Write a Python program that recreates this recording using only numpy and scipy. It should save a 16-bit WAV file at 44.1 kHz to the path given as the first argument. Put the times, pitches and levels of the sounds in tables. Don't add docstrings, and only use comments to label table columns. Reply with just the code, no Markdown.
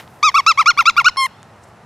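import sys
import numpy as np
from scipy import signal
from scipy.io import wavfile
from scipy.ndimage import uniform_filter1d

SR = 44100
rng = np.random.default_rng(int(sys.argv[2]) if len(sys.argv) > 2 else 0)


def gain_from_db(level_db):
    decades = np.asarray(level_db, float) / 20
    return 10 ** decades


def wav_out(sig):
    wavfile.write(sys.argv[1], SR, np.round(np.clip(np.atleast_2d(sig).T, -1, 1) * 32767).astype(np.int16))


N = 81585

# time in seconds, pitch in Hz, level in dB.
FIRST_STROKES = [
    [(0.2295, 1113, -10), (0.236, 1191, -7.5), (0.2479, 1277, -9), (0.2574, 1279, -9), (0.2804, 1165, -9.5),
     (0.2923, 1076, -11), (0.2993, 1024, -26), (0.3008, 976, -21.5)],
    [(0.3435, 1099, -13), (0.3564, 1157, -7), (0.3694, 1374, -11), (0.3774, 1322, -9.5),
     (0.3854, 1148, -7.5), (0.3909, 1104, -11), (0.3998, 1112, -9), (0.4083, 923, -26)],
    [(0.465, 1150, -8.5), (0.472, 1250, -7.5), (0.4809, 1334, -6.5), (0.4929, 1368, -7), (0.5044, 1313, -9),
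     (0.5154, 1204, -8), (0.5213, 1050, -20.5), (0.5258, 1000, -23.5)],
    [(0.576, 1115, -16), (0.5795, 1070, -14.5), (0.5939, 1200, -6), (0.6019, 1342, -9),
     (0.6064, 1327, -7.5), (0.6159, 1075, -10.5), (0.6234, 1010, -22.5), (0.6288, 903, -23.5)],
]
MIDDLE_STROKES = [
    [(0.66, 1103, -12.5), (0.669, 1196, -8), (0.6849, 1408, -6), (0.6949, 1430, -6), (0.7029, 1408, -7),
     (0.7084, 1160, -12), (0.7139, 1066, -22.5), (0.7173, 1048, -17.5)],
    [(0.7755, 1109, -17.5), (0.789, 1200, -9.5), (0.7939, 1389, -5.5), (0.8019, 1381, -7.5),
     (0.8074, 1296, -7.5), (0.8119, 1077, -13.5), (0.82, 1026, -23), (0.8269, 859, -25.5)],
    [(0.8565, 1108, -13.5), (0.8724, 1282, -8.5), (0.8834, 1379, -3.5), (0.8919, 1392, -8.5),
     (0.8959, 1335, -7.5), (0.8995, 1160, -9.5), (0.9030, 1056, -23.5), (0.9060, 1054, -25),
     (0.9095, 1008, -26)],
    [(0.9665, 1130, -17.5), (0.9785, 1224, -10), (0.9829, 1407, -5.5), (0.9939, 1404, -7),
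     (0.9999, 1332, -8.5), (1.0039, 1128, -15.5), (1.014, 1050, -15), (1.0204, 887, -26.5)],
]
LAST_STROKES = [
    [(1.0455, 1097, -16), (1.054, 1201, -13), (1.0674, 1423, -4), (1.0749, 1473, -5), (1.0814, 1482, -5),
     (1.0844, 1346, -6.5), (1.0885, 1097, -19.5), (1.0974, 1020, -22)],
    [(1.1705, 1044, -19.5), (1.1745, 1070, -17), (1.1849, 1079, -14.5), (1.2074, 1075, -14.5),
     (1.2380, 1046, -14), (1.2500, 1044, -17), (1.2580, 1082, -14.5), (1.2663, 944, -24),
     (1.2688, 880, -28.5)],
]
# one reflection notch in Hz, notch spacing in Hz,
# reflection share from 0 to 1, overtone level in dB, overtone change in dB per octave of pitch.
HAND_GRIPS = [(6030, 1230, 0.31, -7.5, 9), (5000, 885, 0.43, -8.5, 1.5), (5030, 1344, 0.5, -7.5, 3.5),
              (6380, 956, 0.64, -10, -9.5), (4872, 1070, 0.71, -8.5, -10.5), (5480, 1345, 0.75, -8, 4),
              (5427, 1176, 0.94, -7, -14), (5577, 1364, 0.81, -8, 11), (6010, 1341, 1, -8, -17.5),
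              (5900, 4770, 0.57, -6, -1.5)]
# Hz, level in dB.
SQUEEZE_COLOUR = [(1800, 10), (2700, 1), (3800, -3), (5500, -5), (6800, -12), (8200, -34.5), (11000, -47.5),
                  (16000, -46)]
RELEASE_COLOUR = [(1800, 4), (2700, 2), (3600, -10), (5800, -11.5), (6900, -23.5), (8500, -33.5),
                  (11000, -37.5), (16000, -48)]
OPEN_HAND_COLOUR = [(1800, 4.5), (3200, -9.5), (5400, -7.5), (6500, -22.5), (8000, -24), (10500, -13.5),
                    (12500, -38.5), (16000, -50)]
# time in seconds, peak level in dB, pitch in Hz.
BULB_TICKS = [
    (0.0774, -29.5, 3440),
    (0.317, -22, 1600),
    (.399, -26.5, 590),
    (.562, -37, 1510),
    (.769, -19, 1390),
    (0.959, -21, 1500),
    (1.1614, -19, 1400),
]
# time in seconds, level in dB.
DRY_SNAPS = [
    (1.430, -30),
]
# time in seconds, level in dB, rise in seconds, fall in seconds,
# low edge in Hz.
BRUSHES = [
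    (0.0, -37.5, .001, 0.02, 566),
    (.12, -61, 0.39, 0.71, 4330),
    (1.635, -54, 0.01, 0.017, 5000),
    (1.685, -62.5, 0.015, .015, 5900),
    (1.83, -81, .01, 0.0098, 2300),
    (0.0, -47.5, .001, 0.025, 3600),
    (0.0, -31, .001, 0.0064, 300),
    (1.259, -41, .009, .007, 5200),
    (1.275, -66, .01, 0.034, 5000),
]
BRUSH_TOPS_HZ = [3460, 13900, 9900, 10900, 7000, 16100, 2380, 14000, 12300]
# Hz, level in dB per Hz.
TRAFFIC_COLOUR = [(30, -30), (60, -11), (100, 3.5), (300, -8.5), (900, -4), (1900, -15), (3200, -24.5),
                  (16000, -34.5)]
# Hz, likeness from 0 to 1.
LEFT_RIGHT_LIKENESS = [(60, 1), (140, .99), (300, 0.92), (950, 0.99), (3770, .87), (15000, 0.79)]
# pitch in Hz, level in dB.
ENGINE_TONES = [
    (141, -58.5),
    (211, -59.5),
]

HAND_OPENS_S = 1.13


def at_hz(points, hz):
    table_hz, values = np.transpose(points)
    return np.interp(np.log(hz), np.log(table_hz), values)


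def rms_one(x):
    return x / np.sqrt(np.mean(x ** 2) + 1e-20)


def drift(rate):
    knots_per_s = 400
    knots = rng.standard_normal(int(N / SR * knots_per_s) + 400)
    r = np.exp(-2 * np.pi * rate / knots_per_s)
    slow = rms_one(signal.lfilter([1], [1, -2 * r, r * r], knots)[390:])
    return np.interp(np.arange(N) / SR * knots_per_s, np.arange(len(slow)), slow)


def band(x, low_hz, high_hz, order=2):
    edges = [low_hz, min(high_hz, .45 * SR)]
    return signal.sosfilt(signal.butter(order, edges, "band", fs=SR, output="sos"), x)


def reed(count=17):
    out, flow = np.zeros((2, N)), np.zeros(N)
    wobble = np.array([drift(45) for _ in range(count)])
    strokes = FIRST_STROKES + MIDDLE_STROKES + LAST_STROKES
    k = np.arange(1, count + 1)[:, None]
    for n, (rows, grip) in enumerate(zip(strokes, HAND_GRIPS)):
        s, hz, db = np.transpose(rows)
        notch_hz, step_hz, share, over_db, slope_db = grip
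        last = n == len(strokes) - 1
        colour = OPEN_HAND_COLOUR if last else RELEASE_COLOUR if n % 2 else SQUEEZE_COLOUR
        i = np.arange(int((s[0] - .006) * SR), int((s[-1] + .012) * SR))
        t = i / SR

        early_ms = 1000 * np.clip(s[0] - t, 0, None)
        late_ms = 1000 * np.clip(t - s[-1], 0, None)
        stop_db_per_ms = (4.5, 4.1, 8)[n % 2 + last]
        stop_hz_per_ms = (25, 37, 15)[n % 2 + last]
        f0 = uniform_filter1d(np.interp(t, s, hz), size=110)
        f0 = f0 - 113.4 * early_ms - stop_hz_per_ms * late_ms
        level_db = uniform_filter1d(np.interp(t, s, db), size=170)
        level_db = level_db - 10 * early_ms - stop_db_per_ms * late_ms
        gain = gain_from_db(uniform_filter1d(level_db, size=50))

        f = k * f0
        near = 1 / (1 + (f / 9800) ** 4)
        pressure_db = slope_db * near * np.log2(f0 / 1250)
        wobble_db = .5 * wobble[:, i] * np.log(k) * (2.0 + 2 * (1.5 - near))
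        size = gain_from_db(at_hz(colour, f) + over_db + pressure_db + wobble_db)
        opening = last * (t - t.mean()) / (t[-1] - t[0])
        size = size * gain_from_db(21 * opening * (1.0 - near))
        size = size * (gain / gain.max() + 0.034) ** (-0.92 * (1 - near) * (not last))
        size[0] = 1

        glide = 1 - 0.45 * opening
        echo = np.clip(share, 0, .98) / (1 + (1540 / f) ** 4)
        reflection = echo * np.exp(-2j * np.pi * (f - notch_hz * glide) / step_hz)
        wave = size * (1 - reflection) * (f < .36 * SR)
        wave = wave * gain * np.sqrt(2 / np.sum(abs(wave) ** 2, axis=0))
        wave = wave * (-1) ** n

        phase = 2 * np.pi * np.cumsum(f0) / SR
        turns = np.exp(1j * (k * phase - 1.21 * (k - 1)))
        reach = f / (1 + (f / 10500) ** 6)
        for c, side in enumerate((.5, -.5)):
            louder = gain_from_db(side * (0.12 + 1.6 * reach / 6000))
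            lead = np.exp(2j * np.pi * side * reach * 0.47 / SR)
            out[c, i] += np.real(np.sum(wave * louder * lead * turns, axis=0))
        flow[i] = gain
    return out, flow


def air(flow):
    noise, t = rng.standard_normal((3, N)), np.arange(N) / SR
    calm = gain_from_db(-11 * (t > HAND_OPENS_S))
    hiss = rms_one(band(noise[0] + 0.245 * noise[1] * [[1], [-1]], 830, 7000))
    hiss = gain_from_db(-50) * flow ** 1.25 / 0.12 * hiss * calm
    fizz = rms_one(band(noise[1] + 0.18 * noise[2] * [[1], [-1]], 7000, 13500, order=1))
    fizz = gain_from_db(-54) * np.sqrt(flow / 0.89) * fizz * gain_from_db(1.2 * drift(90)) * calm
    rattle_s, rattle_length_s, rattle_hz = .26, .016, 5950
    buzz = np.exp(-((t - rattle_s) / rattle_length_s) ** 4)
    buzz = gain_from_db(-29) * buzz * rms_one(band(noise[2], rattle_hz - 400, rattle_hz + 400))
    push = gain_from_db(-49.5) * band(flow ** 4 / 0.028, 12, 29.2, order=1)
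    return hiss + fizz + buzz + push * gain_from_db([[1.5], [-1.5]])


def ring(s, db, hz, t60):
    t = np.clip(np.arange(N) / SR - s, 0, None)
    return gain_from_db(db - 60 * t / t60) * np.sin(2 * np.pi * hz * t)


def ticks():
    out = np.zeros(N)
    for s, db, hz in BULB_TICKS:
        t60 = 7 / hz
        out = out + ring(s, db, hz, t60) + ring(s, db - 39, 1.96 * hz, t60)
    snap_parts = [(6950, -1.0), (8300, -7), (9450, -20), (4750, -9), (3140, -5), (1800, 0)]   # Hz, dB
    for s, db in DRY_SNAPS:
        snap = sum(ring(s, db + part_db, hz, .003) for hz, part_db in snap_parts)
        out = out + band(snap, 700, 9500)
    return out


def sigh():
    start_s, length_s, from_hz, to_hz = 1.29, .17, 3150, 3750
    u = np.clip((np.arange(N) / SR - start_s) / length_s, 0, 1)
    hz = from_hz + (to_hz - from_hz) * u
    shape = np.sqrt(np.sin(np.pi * u) + 1e-9) * (u < 1)
    return gain_from_db(-58.5) * shape * drift(115) * np.sin(2 * np.pi * np.cumsum(hz) / SR)


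def rustles():
    t, out = np.arange(N) / SR, 0
    for (s, db, rise, fall, low_hz), top_hz in zip(BRUSHES, BRUSH_TOPS_HZ):
        grain = rng.standard_normal((2, N)) * gain_from_db(2.5 * drift(160))
        shape = np.exp(np.minimum((t - s) / rise, (s - t) / fall))
        brush = rms_one(band(grain[0] + 0.049 * grain[1] * [[1], [-1]], low_hz, top_hz))
        out = out + gain_from_db(db) * shape * brush
    return out


def garden(x):
    t = np.arange(SR) / SR
    x = x * gain_from_db(-4 * (np.arange(N) > HAND_OPENS_S * SR))
    noise = rng.standard_normal((2, SR))
    tail = noise[0] + .5 * noise[1] * [[1], [-1]]
    tail = tail * gain_from_db(-60 * t / 0.82) * (t > .012)
    tail = band(band(tail, 2300, 8500, order=1), 100, 8500)
    tail = tail / np.sqrt(np.sum(tail ** 2) / 2)
    return gain_from_db(-32.5) * signal.fftconvolve(x[None], tail, axes=1)[:, :N]


def traffic():
    out, edges = 0, 22 * 2 ** np.arange(0, 9.6, .5)
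    white = rng.standard_normal((2, 2, N + SR // 2))
    for k, (low, high) in enumerate(zip(edges, edges[1:])):
        mid, side = band(white[k % 2], low, high)[:, -N:]
        hz = np.sqrt(low * high)
        alike = np.clip(at_hz(LEFT_RIGHT_LIKENESS, hz), 0, 1)
        stereo = np.sqrt(1 + alike) * mid + np.sqrt(1 - alike) * side * [[1], [-1]]
        out = out + gain_from_db(at_hz(TRAFFIC_COLOUR, hz) - 0.5 * drift(30)) * stereo
    return gain_from_db(-45) * rms_one(band(out, 10, 9000))


def hum():
    t, out = np.arange(N) / SR, 0
    for hz, db in ENGINE_TONES:
        level = gain_from_db(db - 0.5 + 5.7 * drift(4.8))
        out = out + level * np.sin(2 * np.pi * hz * t + 1.1 * drift(0.8))
    return out


def scene():
    toy, flow = reed()
    small_noises = air(flow) + ticks() + sigh() + rustles()
    return toy + small_noises + garden(toy.mean(axis=0)) + traffic() + hum()


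def top_cut(x):
    return signal.sosfilt(signal.butter(12, 15200, fs=SR, output="sos"), x)


def record(dry):
    top = 1.5
    return top_cut(top * np.tanh(dry / top))


dry = scene()
out = record(dry)
wav_out(out)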